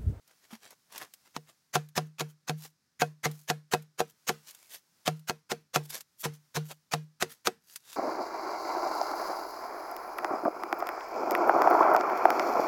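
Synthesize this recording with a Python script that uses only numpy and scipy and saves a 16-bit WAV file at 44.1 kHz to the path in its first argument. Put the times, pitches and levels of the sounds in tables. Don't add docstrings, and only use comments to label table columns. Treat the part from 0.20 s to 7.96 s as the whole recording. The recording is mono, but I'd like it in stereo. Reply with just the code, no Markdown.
import sys
import numpy as np
from scipy import signal
from scipy.fft import rfft, irfft
from scipy.io import wavfile

SR = 44100
rng = np.random.default_rng(int(sys.argv[2]) if len(sys.argv) > 2 else 0)


def persist_wave(psi):
    counts = np.round(np.clip(psi, -1, 1) * 32767).astype(np.int16)
    wavfile.write(sys.argv[1], SR, np.atleast_2d(counts).T)


N = 342216
SPAN = 2 ** 14
AGE = np.arange(SPAN) / SR
TOUCH_DB = 3.1


def undb(db):
    return np.exp(np.log(10) / 20 * np.asarray(db))


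def unit(x):
    return x / np.sqrt(np.mean(x ** 2))


def fade(t60):
    return np.exp(-np.log(1000) * AGE / max(t60, 1e-3))


def bins(size):
    return np.maximum(np.arange(size // 2 + 1) * SR / size, 1)


def outline(points, size, tilt_db=0):
    hz, db = np.transpose(points)
    octave = np.log2(bins(size))
    return undb(np.interp(octave, np.log2(hz), db) + tilt_db * octave)


def noise(points, tilt_db=0, size=SPAN, alike_hz=650):
    mid, side = rfft(rng.standard_normal((2, size))) * outline(points, size, tilt_db)
    side = side / np.sqrt(1 + (alike_hz / bins(size)) ** 2)
    return unit(irfft([mid + side, mid - side], size))


def grain(rate_hz, depth_db):
    steps = np.arange(SPAN // 8)
    level_db = depth_db * np.interp(AGE * rate_hz, steps, rng.standard_normal(len(steps)))
    return unit(undb(level_db))


def ripple(x, width_hz, depth_db):
    peaks = rng.standard_normal((2, SPAN // 8))
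    shape = np.array([np.interp(bins(SPAN) / width_hz, np.arange(len(p)), p) for p in peaks])
    heard = (shape + np.sum(shape, axis=0)) / 2
    return unit(irfft(rfft(x) * undb(depth_db * heard), SPAN))


def resonate(x, hz, lift_db=6, width_hz=160):
    band = 1 / (1 + 2j * (bins(SPAN) - hz) / width_hz)
    return unit(irfft(rfft(x) * (1 + (undb(lift_db) - 1) * band), SPAN))


def ring(hz, t60, build_s=0.0041):
    return np.sin(2 * np.pi * hz * AGE) * fade(t60) * (1 - np.exp(-AGE / build_s))


def delayed(x, s):
    return np.interp(AGE - s, AGE, x, left=0)


def add(out, s, sound):
    start = int(round(s * SR))
    a, b = max(start, 0), min(start + SPAN, N)
    out[:, a:b] += sound[..., a - start:b - start]


# [dB per Hz, relative]
AIR_COLOUR = [(30, -19.5), (70, -4.5), (160, 1), (600, -16), (1500, -10), (3000, -18), (5200, -9.5),
              (8000, -18), (12000, -21.5), (16000, -26.5)]


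def air(level_db=-74.5):
    return undb(level_db) * noise(AIR_COLOUR, size=N)


# middle_s [s], fall to 1/e on either side_s [s], level_db [dB]
SLEEVE_MOVES = [(0.22, 0.27, -67.5), (1.0, 0.51, -67), (3.188, 0.07, -67), (4.28, 0.33, -63),
                (4.88, .17, -66.5), (6.25, 0.56, -71), (7.15, .08, -67.5), (7.7, .08, -63)]
# [dB per Hz, relative]
CLOTH_COLOUR = [(100, -12.5), (1400, -4.5), (3000, -8), (5400, -2.5), (8000, -7), (16000, -10)]


def sleeve():
    t = np.arange(N) / SR
    swells = 0
    for s, side_s, db in SLEEVE_MOVES:
        swells = swells + undb(db) * np.exp(-np.minimum(((t - s) / side_s) ** 2, 20))
    return swells * noise(CLOTH_COLOUR, size=N)


# [dB per Hz, relative, before the tilt]
SCRAPE_COLOUR = [(60, -21.5), (200, -10), (400, -4.5), (750, -3), (1700, -4), (2500, -6.5), (4000, -8),
                 (6800, -10), (9000, -14.5), (12500, -13.5), (16000, -23.5)]


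def strokes(rows):
    out, middle = np.zeros((2, N)), AGE[-1] / 2
    for s, length, db, tilt in rows:
        grit = grain(4000, 4.5) * grain(300, 2.5)
        stroke = ripple(noise(SCRAPE_COLOUR, tilt), width_hz=190, depth_db=TOUCH_DB) * grit
        swell = 1 / np.cosh(2.59 * (AGE - middle) / length)
        add(out, s - middle, undb(db) * stroke * swell)
    return out


# middle_s [s], length_s [s], level_db [dB]
POLE_RUB_STROKES = [(0.109, 0.045, -61.5), (0.244, 0.023, -56), (.333, 0.033, -45.5), (0.459, 0.057, -52),
                    (0.52, 0.027, -53.5), (0.76, 0.043, -41), (0.82, 0.043, -41), (1.066, 0.029, -59),
                    (1.297, 0.03, -54.5), (2.455, 0.013, -45), (6.513, 0.019, -38.5)]


def pole_rubs(tilt_db=0):
    return strokes([(s, length, db, tilt_db) for s, length, db in POLE_RUB_STROKES])


# middle_s [s], length_s [s], level_db [dB], brightness tilt_db [dB per octave]
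BLADE_STROKES = [(2.438, 0.05, -46, 4.5), (3.191, 0.1, -57, 7), (4.289, 0.03, -44.5, 3.5),
                 (4.411, 0.31, -59.5, 3.5), (4.54, 0.039, -40.5, 3.5), (5.705, 0.011, -34, 5.5),
                 (5.751, 0.045, -35.5, 2), (6.012, 0.022, -39, 9), (6.499, .05, -52, 5),
                 (7.531, 0.078, -51.5, 4), (7.721, 0.079, -46, 2.5)]


def blade_scrapes():
    return strokes(BLADE_STROKES)


def pole_bump(start_s=0.326, hz=223, t60=0.066, level_db=-24):
    out = np.zeros((2, N))
    add(out, start_s, undb(level_db) * ring(hz, t60, build_s=0.018))
    return out


# [dB, before the trim]
CHIP_TICKS = [(0.075, -44.5), (0.5045, -36.5), (0.722, -34.5), (0.777, -23), (0.9352, -31), (1.6858, -42.5),
              (3.1116, -32), (3.6205, -42), (4.3065, -33), (4.346, -34.5), (4.992, -44), (5.805, -26.5),
              (6.5096, -34), (7.5568, -22)]


def chip_ticks(trim_db=-8.5, t60=0.037, lag_s=0.0021):
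    out = np.zeros((2, N))
    for s, db in CHIP_TICKS:
        add(out, s + lag_s, undb(db + trim_db) * noise(SCRAPE_COLOUR, tilt_db=5.0) * fade(t60))
    return out


# crack_db, hum_db, knock_db, splinter_db, drag_db (blade leaving the cut, no trim);
# and the pitch of each blow's lifted noise band, band_hz [Hz]
CHOP_BLOWS = [(1.163, -17, -42, -38, -39.5, -79, 2660), (1.554, -10.5, -28, -15.5, -21.5, -69.5, 6330),
              (1.776, -8.5, -27.5, -19.5, -22, -69.5, 5150), (2.006, -14, -30.5, -26.5, -24.5, -58, 2620),
              (2.294, -14, -26.5, -23.5, -27.5, -57.5, 2640), (2.817, -12.5, -29, -13, -22.5, -76.5, 2190),
              (3.055, -36, -28, -24, -20.5, -58.5, 2100), (3.299, -8, -30.5, -17.5, -23.5, -75.5, 2940),
              (3.535, -9, -31.5, -15.5, -22, -70.5, 2900), (3.802, -14.5, -42, -18.5, -25, -56.5, 2740),
              (4.091, -9.5, -38, -20, -21, -73, 3000), (4.876, -8.5, -26, -21, -22, -65, 3180),
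              (5.095, -11.5, -40.5, -21.5, -27, -76, 6600), (5.316, -13, -40, -25.5, -25, -76, 2580),
              (5.558, -9, -28, -18, -20, -50.5, 3500), (6.052, -27, -30.5, -33, -21.5, -54, 2600),
              (6.366, -29, -25.5, -31.5, -22, -55, 4070), (6.735, -11, -27, -21.5, -22.5, -73.5, 2450),
              (7.023, -7.5, -43, -34.5, -22.5, -44, 2600), (7.27, -5.5, -52, -20.5, -23, -87, 4340)]


def blade_drags(lag_s=0.095, length_s=0.03, tilt_db=4.5):
    return strokes([(s + lag_s, length_s, db, tilt_db) for s, *_, db, _ in CHOP_BLOWS])


# [dB per Hz, relative, before the tilt]
RUSH_COLOUR = [(40, -19.5), (130, -0.5), (280, -12), (700, -1.5), (1400, 0), (2800, -5.5), (5000, -7.5),
               (6800, -4.5), (8500, -14.5), (13000, -12), (16000, -20)]


def rush(tilt_db, band_hz, length_s=0.029, release_s=0.0093):
    release = undb(-60 * np.maximum(AGE - length_s, 0) / release_s)
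    swell = np.sin(np.pi / 2 * np.minimum(AGE / length_s, 1)) ** 2 * release
    grit = grain(1500, 3.6) * ripple(noise(RUSH_COLOUR, tilt_db), width_hz=130, depth_db=TOUCH_DB)
    return length_s, swell * resonate(grit, band_hz)


# [dB, relative]
CRACK_COLOUR = [(40, -12), (300, 1), (900, -12), (2000, -9.5), (4000, -7), (7000, -11), (9000, -25),
                (16000, -38)]


def crack():
    hz, db = np.transpose(CRACK_COLOUR)
    log_gain = np.log(10) / 20 * np.interp(np.log(bins(SPAN)), np.log(hz), db)
    cepstrum = irfft(log_gain, SPAN)
    causal = rfft(cepstrum[:SPAN // 2], SPAN)
    pulse = irfft(np.exp(2 * causal) / np.exp(cepstrum[0]), SPAN)
    return -pulse / np.abs(pulse).max()


# pitch_hz [Hz, before detuning], level_db [dB, relative], t60_s [s]
WALL_MODES = [(222, -9.5, 0.2), (255.7, -12, 0.057), (382.7, -10.5, 0.068), (485, 0, 0.073),
              (620, -10.5, 0.072), (732, 3.5, 0.046), (779.5, -1.5, 0.011), (950, -5, 0.026),
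              (1140, -9, 0.026), (1190, -9, 0.021), (1372, -6.5, 0.065), (1556, -12.5, 0.073),
              (1629, -9.5, 0.068), (2000, -20, 0.048), (2540, -11, 0.085), (3317, -12.5, 0.048),
              (3300, -20, 0.035)]


def knock(centre_hz, scatter_db=2, detune=0.02, focus_db=1.5, ear_phase=0.3,
          rebound_s=0.011, rebound=0.55, build_s=0.00023):
    hz, db, t60 = np.transpose(WALL_MODES)
    size, pitch, phase, side = rng.standard_normal((4, len(hz)))
    gain = undb(db + scatter_db * size - focus_db * np.log2(hz / centre_hz) ** 2)
    hz = hz * (1 + detune * pitch)
    modes = np.array([-g * fade(t) * np.exp(2j * np.pi * f * AGE) for g, t, f in zip(gain, t60, hz)])
    ears = []
    for sign in (1, -1):
        turn = np.exp(1j * (phase + sign * ear_phase * side))
        heard = (turn[:, None] * modes).real
        low = heard[hz < 1000].sum(axis=0)
        ears.append(heard.sum(axis=0) + rebound * delayed(low, rebound_s))
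    return np.array(ears) * (1 - np.exp(-AGE / build_s)) / np.linalg.norm(gain)


def hum(t60, centre_hz=152.4, spread=0.0091, waver_db=1.25, choke_s=0.21):
    hz = centre_hz * (1 + spread * rng.standard_normal())
    return ring(hz, t60) * grain(37, waver_db) * np.exp(-(AGE / choke_s) ** 2)


def overtone():
    return ring(459, 0.16)


def thud():
    return ring(368, 0.071, build_s=0.002)


# [dB per Hz, relative, before the tilt]
SPLINTER_COLOUR = [(100, -14.5), (330, -1), (800, 6), (1500, -0.5), (3000, -7.5), (6500, -9.5), (8500, -15),
                   (13000, -17.5), (16000, -28.5)]


def splinters(tilt_db, band_hz):
    fibres = noise(SPLINTER_COLOUR, tilt_db, alike_hz=1000)
    return resonate(ripple(fibres, width_hz=140, depth_db=TOUCH_DB) * grain(1800, 3.5), band_hz)


# [dB per Hz, relative]
TAIL_COLOUR = [(60, -1.5), (200, 7.5), (500, -2.5), (900, -3.5), (1600, -3), (3000, -8), (6000, -10),
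               (8500, -16.5), (12000, -17.5), (16000, -23.5)]


def tail():
    return ripple(noise(TAIL_COLOUR), width_hz=63, depth_db=TOUCH_DB) * fade(0.25)


TYPICAL_KNOCK_DB, TYPICAL_HUM_DB = -21, -30
KNOCK_HZ, KNOCK_OCTAVES_PER_DB = 640, 0.1565
HUM_T60_S, HUM_DOUBLINGS_PER_DB = 0.36, 0.04
OVERTONE_DB, OVERTONE_SLOPE = -13.5, -0.064
THUD_DB, THUD_SLOPE = -8.5, -0.45


def chops(contact_s=0.0018, crack_db=2, rush_db=-5.5, burst_db=-12, splinter_db=-4,
          splinter_lag_s=0.0003, knock_db=1, hum_db=0, tail_db=-20,
          tilt_db=0.15, brightening_db_per_s=0.05):
    out, pulse = np.zeros((2, N)), crack()
    for s, peak, low, wall, fibres, _, band_hz in CHOP_BLOWS:
        s = s + contact_s
        freedom, hardness = low - TYPICAL_HUM_DB, wall - TYPICAL_KNOCK_DB
        centre_hz = KNOCK_HZ * 2 ** (KNOCK_OCTAVES_PER_DB * hardness)
        hum_t60 = HUM_T60_S * 2 ** (HUM_DOUBLINGS_PER_DB * freedom)
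        tilt = tilt_db + brightening_db_per_s * s
        lead, swell = rush(tilt, band_hz)
        add(out, s - lead, undb(fibres + rush_db) * swell)

        direct = undb(peak + crack_db) * pulse
        direct = direct + undb(low + hum_db) * hum(hum_t60)
        direct = direct + undb(fibres + OVERTONE_DB + OVERTONE_SLOPE * hardness) * overtone()
        direct = direct + undb(fibres + THUD_DB + THUD_SLOPE * freedom) * thud()
        add(out, s, np.array([direct, np.roll(direct, 2)]))
        add(out, s, undb(wall + knock_db) * knock(centre_hz))

        breaking = undb(peak + burst_db) * fade(0.023) + undb(fibres + splinter_db) * fade(0.057)
        add(out, s + splinter_lag_s, splinters(tilt, band_hz) * breaking)
        add(out, s, undb(fibres + tail_db) * tail())
    return out


def scene():
    handling = pole_rubs() + blade_scrapes() + pole_bump() + chip_ticks() + blade_drags()
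    return air() + sleeve() + handling + chops()


# pitch_hz [Hz], level_db [dB]
EAR_BALANCE = [(150, -2.5), (400, 0.5), (1000, -2.5), (1700, 1.5), (3000, -2), (6000, -0.5), (8000, 2.5),
               (15000, 3.5)]


def record(dry, low_cut_hz=85, ceiling=1.0, top_hz=16000):
    ports = []
    for x, sign in zip(dry, (1, -1)):
        colour = [(hz, sign * db / 2) for hz, db in EAR_BALANCE]
        ports.append(irfft(rfft(x) * outline(colour, N), N))
    ports = signal.sosfilt(signal.butter(2, low_cut_hz, "high", fs=SR, output="sos"), ports)
    ports = ceiling * np.tanh(ports / ceiling)
    return signal.sosfilt(signal.ellip(10, 0.1, 80, top_hz, fs=SR, output="sos"), ports)


dry = scene()
out = record(dry)
persist_wave(out)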